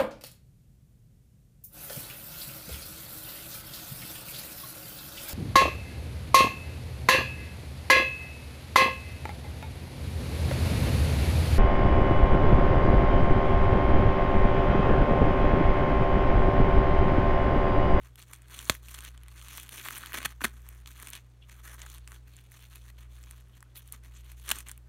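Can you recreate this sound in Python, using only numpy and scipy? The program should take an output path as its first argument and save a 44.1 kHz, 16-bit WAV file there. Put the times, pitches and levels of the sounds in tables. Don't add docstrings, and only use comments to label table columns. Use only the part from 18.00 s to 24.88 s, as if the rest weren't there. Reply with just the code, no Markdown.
import sys
import numpy as np
from scipy import signal
from scipy.fft import rfft, irfft, next_fast_len
from scipy.io import wavfile

SR = 44100
rng = np.random.default_rng(int(sys.argv[2]) if len(sys.argv) > 2 else 0)


def to_wav(sig):
    pcm = np.clip(np.atleast_2d(sig), -1, 1) * 32767
    pcm = np.round(pcm).astype(np.int16)
    wavfile.write(sys.argv[1], SR, pcm.T)


N = 303408
T = np.arange(N) / SR

# frequency_hz, relative_db
FILM_SPECTRUM = [(120, -21.5), (220, -8), (370, -8.5), (530, -13), (820, -9.5), (1120, -3.5), (1800, -2.5),
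                 (2800, -5), (3800, -4.5), (5000, -13.5), (6100, -2), (8000, -9), (9500, -2), (10500, -10),
                 (13300, -4), (16000, -16)]


def rustle(stir, gain_db=-1, glint_db=-7, glide_db=-50):
    glint_pitches = [6700, 9300, 12800]
    wrinkles = crackle(rate_hz=650, spread_db=6.5, limit=1.3)
    friction = crackle(rate_hz=9000, spread_db=3.5, limit=2.5)
    glide = .33 + .25 / (1 + (undb(glide_db) / stir[1]) ** 2)
    pulses = np.sqrt(1 - glide) * wrinkles + np.sqrt(glide) * friction
    flurries = undb(1.7 * walk(rate_hz=110) + walk(rate_hz=35))
    bands = film_bands(flex(pulses * flurries))
    low, mid, treble = (unit(band * undb(2 * walk(rate_hz=260))) for band in bands)
    glints = sum(cut(crackle(rate_hz=45, spread_db=2, limit=1.6), hz * np.exp([-.2, .2]), "band")
                 for hz in glint_pitches)
    treble = unit(treble + undb(glint_db) * unit(glints))
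    return undb(gain_db) * np.sum(stir * [low, mid, treble], axis=0)


def strokes(attack_share=.3, release_s=0.017, held_db=-80.5):
    # start_s, length_s, level_db, swell_db, lows_over_mids_db, treble_over_mids_db
    movements = [(0.0, 0.068, -67.5, 2, 0.5, 0.5), (0.173, 0.059, -60, -4, 0.5, 2.5),
                 (0.266, 0.089, -64.5, 6.5, 4, 5), (0.376, 0.17, -73, -13, 6.5, -2),
                 (0.466, 0.078, -65, 5, 4, 4), (0.52, 0.2, -57, 0.5, 3.5, 6),
                 (0.686, 0.077, -57, -8, -1, 6), (0.818, .14, -61, 11.5, 1, 4.5),
                 (0.967, 0.11, -56, 0, 0.5, 2.5), (1.116, 0.18, -73, 3, 5, -3),
                 (1.285, 0.0817, -66.5, 4.5, 3.5, 5.5), (1.349, .19, -59, 10, -1, 2.5),
                 (1.55, 0.077, -52.5, -6.5, -3, 4), (1.637, 0.043, -64.5, 2, 5, 2),
                 (1.703, .135, -53, -5, 0, 4.5), (1.834, .145, -49.5, 0.5, 1, 4),
                 (1.985, 0.14, -55.5, -6, 3.5, 1), (2.14, 0.042, -47.5, -5, 7, 2.5),
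                 (2.206, .11, -57.5, -7.5, 2.5, -0.5), (2.34, 0.046, -79, 2, 3, 5),
                 (2.406, 0.062, -53.5, 2.5, 3, 2.5), (2.486, 0.32, -72.5, -1, 8, 7),
                 (2.867, 0.063, -60.5, -6, 1, 5), (2.944, 0.15, -60.5, 4, 3, 4.5),
                 (3.088, 0.077, -57.5, 11, -1, -1.5), (3.467, 0.13, -65, 2.5, 3, 2.5),
                 (3.634, 0.12, -61, -6, 5, 6.5), (3.778, 0.058, -58, 4, 4, 2),
                 (3.842, 0.13, -62, 4, 0, 4.5), (3.994, .08, -72.5, -2, 2, -3),
                 (4.062, 0.1, -64, 3.5, 2, 2), (4.255, 0.2, -68, 4, -4.5, -0.5),
                 (4.498, 0.16, -64.5, 2, 0, 3.5), (4.688, 0.084, -66.5, 8.5, 0, 4.5),
                 (4.798, .10, -68.5, 8, 0, 4), (4.977, 0.054, -64, 0.5, 2.5, -0.5),
                 (5.081, 0.33, -67.5, 3.5, 0.5, 1.5), (5.43, .15, -80, 12.5, 4.5, 4.5),
                 (5.748, 0.041, -59.5, -5, -1.5, 2), (5.796, 0.111, -72, -1, -2, 3.5),
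                 (5.917, 0.031, -61, 3, 5, 2.5), (6.026, 0.11, -70.5, -10, 3.5, 3),
                 (6.138, 0.058, -62.5, -2, -2.5, 1), (6.235, 0.086, -66, 5, 0, 1),
                 (6.361, 0.091, -65, 4, -4, 3), (6.447, 0.06, -51.5, 15, 0, 2),
                 (6.516, 0.085, -53.5, -3.5, 1, 2.5), (6.662, 0.032, -53.5, 3, 0.5, -0.5),
                 (6.711, 0.058, -72, -4, -3, -2)]
    power, t = np.zeros((3, N)), T[:SR // 2]
    for start_s, length_s, level_db, swell_db, slack_db, crisp_db in movements:
        attack_s = attack_share * length_s
        since = t - attack_s / 2
        swell = undb(level_db + swell_db * (np.clip(since / length_s, 0, 1) - .5))
        release = np.exp(-np.maximum(since - length_s, 0) / release_s)
        envelope = np.minimum(t / attack_s, 1) ** 2 * swell * release
        for band, db in zip(power, (slack_db, 0, crisp_db)):
            add(band, max(start_s - attack_s / 2, 0), (undb(db) * envelope) ** 2)
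    return np.sqrt(power + undb(held_db) ** 2)


def flex(x, depth_db=2, rate_hz=26, count=14):
    size = next_fast_len(N)
    hz = np.fft.rfftfreq(size, 1 / SR)
    band_index = np.interp(np.sqrt(hz), np.sqrt([300, 15000]), [0, count - 1])
    spectrum = rfft(x, size)
    bands = (irfft(spectrum * np.maximum(1 - abs(band_index - k), 0), size)[:N] for k in range(count))
    return unit(sum(band * undb(depth_db * walk(rate_hz)) for band in bands))


def film_bands(pulses, low_hz=2200, high_hz=4800):
    x = colour(pulses, FILM_SPECTRUM)
    return (unit(cut(x, low_hz, "low", order=6)),
            unit(cut(x, [low_hz, high_hz], "band", order=4)),
            unit(cut(x, high_hz, "high", order=6)))


def buckle(facet_hz, facet_gain, tick_hz, tick_gain, shiver_s=0.00098, shiver_db=-15, window_s=0.0014):
    t = T[:512]
    push = undb(shiver_db) * rng.standard_normal((2, len(t))) * np.exp(-t / shiver_s)
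    push[:, 0] = 1
    facet = np.convolve(push[0], ring(facet_hz, cycles=0.83))[:len(t)]
    facet = cut(facet, 860, "high", order=3)
    tick = np.convolve(push[1], ring(tick_hz, cycles=.9))[:len(t)]
    tick = cut(tick, [min(0.63 * tick_hz, 12000), 16000], "band", order=3)
    return (facet_gain * unit(facet) + tick_gain * unit(tick)) * np.sqrt(window_s * SR / len(t))


def creases():
    # start_s, facet_hz, facet_db, tick_hz, tick_db
    clicks = [(0.1572, 3140, -50.5, 10400, -48.5), (0.2254, 3000, -49, 7500, -47),
              (0.3319, 2500, -53, 8300, -47), (0.3344, 2240, -40.5, 9000, -38),
              (0.42, 2000, -57, 9200, -52), (0.5906, 3200, -35.5, 8000, -36),
              (0.7508, 2200, -41, 11200, -41), (0.8847, 2400, -43.5, 10400, -45),
              (0.9434, 1850, -43.5, 8800, -37.5), (0.9473, 3300, -40, 8400, -42),
              (0.9887, 2700, -40.5, 9100, -40), (1.0067, 3200, -46, 8700, -41),
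              (1.0495, 2600, -45, 8400, -40), (1.1769, 2980, -50, 7800, -52.5),
              (1.2346, 2630, -52.5, 11100, -50.5), (1.2832, 2020, -48, 8900, -48.5),
              (1.4146, 3040, -46.5, 7700, -49.5), (1.4844, 3300, -46, 9350, -42),
              (1.5744, 3120, -49, 11000, -35), (1.5996, 3400, -44, 9500, -39.5),
              (1.632, 2800, -46.5, 10600, -41.5), (1.6921, 3140, -40, 11100, -39),
              (1.8563, 1920, -37, 7600, -42), (1.8608, 1280, -35.5, 10000, -44),
              (1.886, 2300, -29, 11700, -36), (1.9074, 1620, -33.5, 11600, -36),
              (1.9681, 1800, -38, 11500, -41), (1.9835, 1600, -45, 10500, -38),
              (2.0358, 1500, -36.5, 7600, -60), (2.06, 3000, -38, 10900, -38),
              (2.1214, 1700, -36.5, 10600, -44), (2.1322, 2700, -36, 13900, -36),
              (2.143, 2000, -32.5, 12800, -33.5), (2.2294, 1700, -37, 10900, -42),
              (2.2579, 2100, -25.5, 10400, -28.5), (2.3239, 2000, -48.5, 9100, -55),
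              (2.408, 1230, -34.5, 8200, -63), (2.417, 1700, -30, 9600, -45),
              (2.4435, 1310, -21.5, 9700, -25), (2.4457, 2240, -22.5, 10000, -29),
              (2.4526, 1880, -27, 9800, -36), (2.6888, 2210, -49.5, 11400, -40),
              (2.8597, 2920, -43, 6700, -49), (2.8744, 3320, -44.5, 7360, -45),
              (3.0, 2000, -45, 10100, -43.5), (3.0256, 3400, -53, 10700, -39.5),
              (3.072, 2300, -40, 8800, -37.5), (3.103, 2800, -59, 11400, -37.5),
              (3.1335, 3130, -38, 7260, -35.5), (3.1529, 2700, -40.5, 9000, -40),
              (3.497, 1800, -47.5, 8100, -53), (3.8179, 2830, -40.5, 6700, -38.5),
              (3.864, 1510, -42.5, 6800, -47), (3.9007, 2700, -54, 9000, -44),
              (3.9824, 2800, -53, 9500, -48), (4.076, 2620, -43, 7300, -43), (4.119, 1995, -44, 7500, -47),
              (4.3665, 2220, -69, 7900, -46.5), (4.5187, 2120, -51, 11800, -48),
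              (4.7572, 3120, -48, 11500, -43), (4.901, 2120, -52, 9500, -61),
              (5.2385, 3200, -52, 7000, -49.5), (5.3107, 2600, -49, 9200, -41),
              (5.606, 1380, -60, 7800, -51.5), (5.6273, 1600, -44.5, 10700, -49),
              (5.8765, 2800, -61, 11900, -48), (5.924, 2800, -51, 11100, -32),
              (6.3183, 2400, -50, 10700, -45), (6.4912, 2720, -34.5, 9000, -27.5),
              (6.5037, 2700, -37, 8600, -27.5), (6.5141, 2510, -21.5, 8500, -21.5),
              (6.5171, 1620, -23, 10100, -22.5), (6.558, 2100, -51, 8550, -38),
              (6.587, 3100, -46, 10900, -33.5), (6.6052, 1900, -47, 8000, -41),
              (6.6862, 1700, -49, 9200, -37.5), (6.6948, 2200, -42.5, 8300, -41),
              (6.7152, 1700, -48, 9300, -35), (6.7773, 2400, -55, 12000, -47.5)]
    out = np.zeros(N)
    for start_s, facet_hz, facet_db, tick_hz, tick_db in clicks:
        add(out, start_s, buckle(facet_hz, undb(facet_db), tick_hz, undb(tick_db)))
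    return out


def lesser_creases(stir, count=100, over_db=(4, 5.5), pitch_hz=(2350, 9800), spread_db=3.5, spread_oct=.25):
    out = np.zeros(N)
    for place, chance in zip(rng.random(count), rng.standard_normal((count, 4))):
        excess_db = np.array(over_db) + spread_db * np.minimum(chance[:2], 1)
        facet_gain, tick_gain = stir[1:, int(place * N)] * undb(excess_db)
        facet_hz, tick_hz = np.array(pitch_hz) * 2 ** (spread_oct * np.clip(chance[2:], -2, 2))
        add(out, place * N / SR, buckle(facet_hz, facet_gain, tick_hz, tick_gain))
    return out


def rips(release_s=.002, growth_db=6, flap_db=-13):
    # start_s, length_s, level_db, lows_over_mids_db, treble_over_mids_db
    tears = [(2.137, 0.0099, -44.5, 3.5, -5), (2.172, 0.014, -44.5, 3.5, 4.5), (2.203, 0.0018, -50.5, 8, 1),
             (2.215, 0.0033, -48, 6, -1), (2.237, 0.0014, -57, -3, -1), (2.247, .013, -36.5, 1.5, 1.5),
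             (2.439, 0.013, -34.5, 4.5, -0.5), (6.5133, 0.004, -29.5, -6, -2)]
    out, t = np.zeros(N), T[:2048]
    fractures = crackle(rate_hz=4500, spread_db=5.5, limit=0.82)
    low, mid, treble = film_bands(fractures)
    flap = undb(flap_db) * unit(cut(fractures, [420, 800], "band"))
    low = cut(low, 600, "high") + flap
    for start_s, length_s, level_db, slack_db, crisp_db in tears:
        span = int(start_s * SR) + np.arange(len(t))
        growth = undb(level_db + growth_db * (np.minimum(t / length_s, 1) - .5))
        release = np.exp(-np.maximum(t - length_s, 0) / release_s)
        tearing = undb(slack_db) * low[span] + mid[span] + undb(crisp_db) * treble[span]
        add(out, start_s, growth * release * tearing)
    return out


def snap(start_s=0.6976, crack_db=2, shiver_s=0.0031, shiver_db=-21, puff_hz=150, puff_db=-14):
    # frequency_hz, relative_db
    crack_spectrum = [(100, -18.5), (350, -6.5), (620, 3.5), (780, -4), (1000, 0), (1700, 3), (2400, 1),
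                      (2900, -4.5), (3600, 2.5), (4500, -0.5), (5200, -11), (7300, -2.5), (10500, -13.5),
                      (14000, -19)]
    out, t = np.zeros(N), T[:2048]
    crack = cut(colour(1. * (t == 0), crack_spectrum), 15000, "low")
    crack = signal.lfilter([-.62, 1], [1, -.62], crack)
    shiver = np.exp(-t / shiver_s) * unit(colour(rng.standard_normal(len(t)), FILM_SPECTRUM))
    puff = cut(ring(puff_hz, cycles=0.27, size=4096), 55, "high")
    add(out, start_s, undb(crack_db) * crack / abs(crack).max())
    add(out, start_s + 0.00063, undb(shiver_db) * shiver)
    add(out, start_s + 0.0012, undb(puff_db) * puff)
    return out


def thuds(cycles=1.8, overtone=1.65, overtone_db=-3.5, linger_cycles=11, linger_db=-22):
    # start_s, pitch_hz, level_db
    jerks = [(2.157, 252, -50), (2.182, 251.5, -43), (2.255, 164, -40.5), (2.417, 288, -40),
             (2.445, 228, -29.5), (6.515, 228, -43)]
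    out = np.zeros(N)
    for start_s, hz, db in jerks:
        knock = ring(hz, cycles, size=8192) + undb(overtone_db) * ring(overtone * hz, cycles, size=8192)
        linger = undb(linger_db) * ring(hz, linger_cycles, size=8192)
        add(out, start_s, undb(db) * cut(knock + linger, hz / 2, "high"))
    return out


def scrapes():
    # centre_s, length_s, pitch_hz, level_db
    drags = [(3.432, 0.028, 2960, -59), (3.707, 0.081, 1700, -55.5), (5.544, 0.033, 3140, -67),
             (5.664, .016, 1350, -69), (5.761, .01, 4000, -56), (5.775, 0.033, 12240, -48.5),
             (6.166, 0.036, 7000, -60)]
    out, slips = np.zeros(N), crackle(rate_hz=3200, spread_db=6, limit=2.2)
    for centre_s, length_s, hz, db in drags:
        patch = unit(cut(slips, hz * np.exp([-.15, .15]), "band"))
        out += undb(db) * patch * np.exp(-(2 * (T - centre_s) / length_s) ** 2)
    return out


def packet(x, coupling_db=-32.5):
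    # pitch_hz, relative_db, t60_s
    modes = [(221, -34, 0.249), (273, -33.5, 0.135), (367, -42, .1), (1170, -32, 0.048),
             (1320, -23.5, 0.055), (1390, -30.5, 0.038), (1700, -45, 0.066), (1940, -46.5, .06),
             (3400, -32.5, .04), (7400, -19, .04)]
    t = T[:SR // 3]
    response = sum(undb(db) * np.sin(2 * np.pi * hz * t) * np.exp(-np.log(1000) * t / t60_s)
                   for hz, db, t60_s in modes)
    return undb(coupling_db) * signal.fftconvolve(x, response)[:N]


def room(x, near_db=-14, near_s=0.0039, tail_db=-25, low_t60_s=0.19, high_t60_s=0.15):
    t = T[:SR // 2]
    scatter, diffuse = rng.standard_normal((2, len(t)))
    near = scatter * (t > .0005) * np.exp(-t / near_s)
    low = cut(diffuse, 2700, "low") * np.exp(-np.log(1000) * t / low_t60_s)
    high = cut(diffuse, 3500, "high") * np.exp(-np.log(1000) * t / high_t60_s)
    tail = (low - high) * (t > .007)
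    response = undb(near_db) * unit(near) + undb(tail_db) * unit(tail)
    return signal.fftconvolve(x, response / np.sqrt(len(t)))[:N]


def hum(mains_hz=59.96, motor_db=-48.5, mains_db=-54.5, buzz_db=-55.5):
    beat_minima = [-1.0, 0.25, 1.85, 3.27, 4.52, 5.63, 7.1]
    phase = 2 * np.pi * mains_hz * T
    slip = 2 * np.pi * np.interp(T, beat_minima, np.arange(len(beat_minima)))
    motor = undb(motor_db) * np.sin(phase - slip)
    return motor - undb(mains_db) * np.sin(phase) + undb(buzz_db) * np.sin(2 * phase)


def air(level_db=-64.5):
    # frequency_hz, relative_db
    hiss_spectrum = [(25, -6), (45, 11.5), (100, 5.5), (220, -2), (400, -6), (750, -12.5), (1500, -15),
                     (4000, -23.5), (9000, -25), (16000, -37.5)]
    return undb(level_db) * unit(colour(rng.standard_normal(N), hiss_spectrum))


def undb(db):
    return np.exp(np.log(10) / 20 * np.asarray(db))


def unit(x):
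    return x / np.sqrt(np.mean(x ** 2))


def add(out, start_s, x):
    i = int(round(start_s * SR))
    out[i:i + len(x)] += x[:max(0, N - i)]


def cut(x, hz, kind, order=2):
    return signal.sosfilt(signal.butter(order, np.clip(hz, 5, .47 * SR), kind, fs=SR, output="sos"), x)


def colour(x, points, size=4096):
    hz, db = np.transpose(points)
    bin_hz = np.maximum(np.fft.rfftfreq(size, 1 / SR), 1)
    gain = undb(np.interp(np.log(bin_hz), np.log(hz), db))
    cepstrum = irfft(np.log(gain))
    cepstrum[1:size // 2] *= 2
    cepstrum[size // 2 + 1:] = 0
    return signal.fftconvolve(x, irfft(np.exp(rfft(cepstrum))))[:len(x)]


def walk(rate_hz):
    steps = signal.resample_poly(rng.standard_normal(int(T[-1] * rate_hz) + 2), 4, 1)
    return unit(np.interp(T * rate_hz * 4, np.arange(len(steps)), steps))


def ring(hz, cycles, size=1024):
    t = T[:size]
    return np.sin(2 * np.pi * hz * t) * np.exp(-t * hz / cycles)


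def crackle(rate_hz, spread_db, limit):
    sizes = undb(spread_db * np.minimum(rng.standard_normal(N), limit))
    return unit((rng.random(N) < rate_hz / SR) * sizes * rng.choice([-1, 1], N))


def scene():
    stir = strokes()
    film = rustle(stir) + scrapes() + creases() + lesser_creases(stir) + rips() + thuds() + snap()
    film = film + packet(film)
    return (film + air() + room(film) + hum())[None]


def record(dry, bass_hz=40, ceiling=.84, top_hz=15900):
    x = cut(dry, bass_hz, "high", order=4)
    x = x / (1 + (x / ceiling) ** 4) ** (1 / 4)
    return signal.sosfilt(signal.ellip(8, .2, 70, top_hz, fs=SR, output="sos"), x)


dry = scene()
out = record(dry)
to_wav(out)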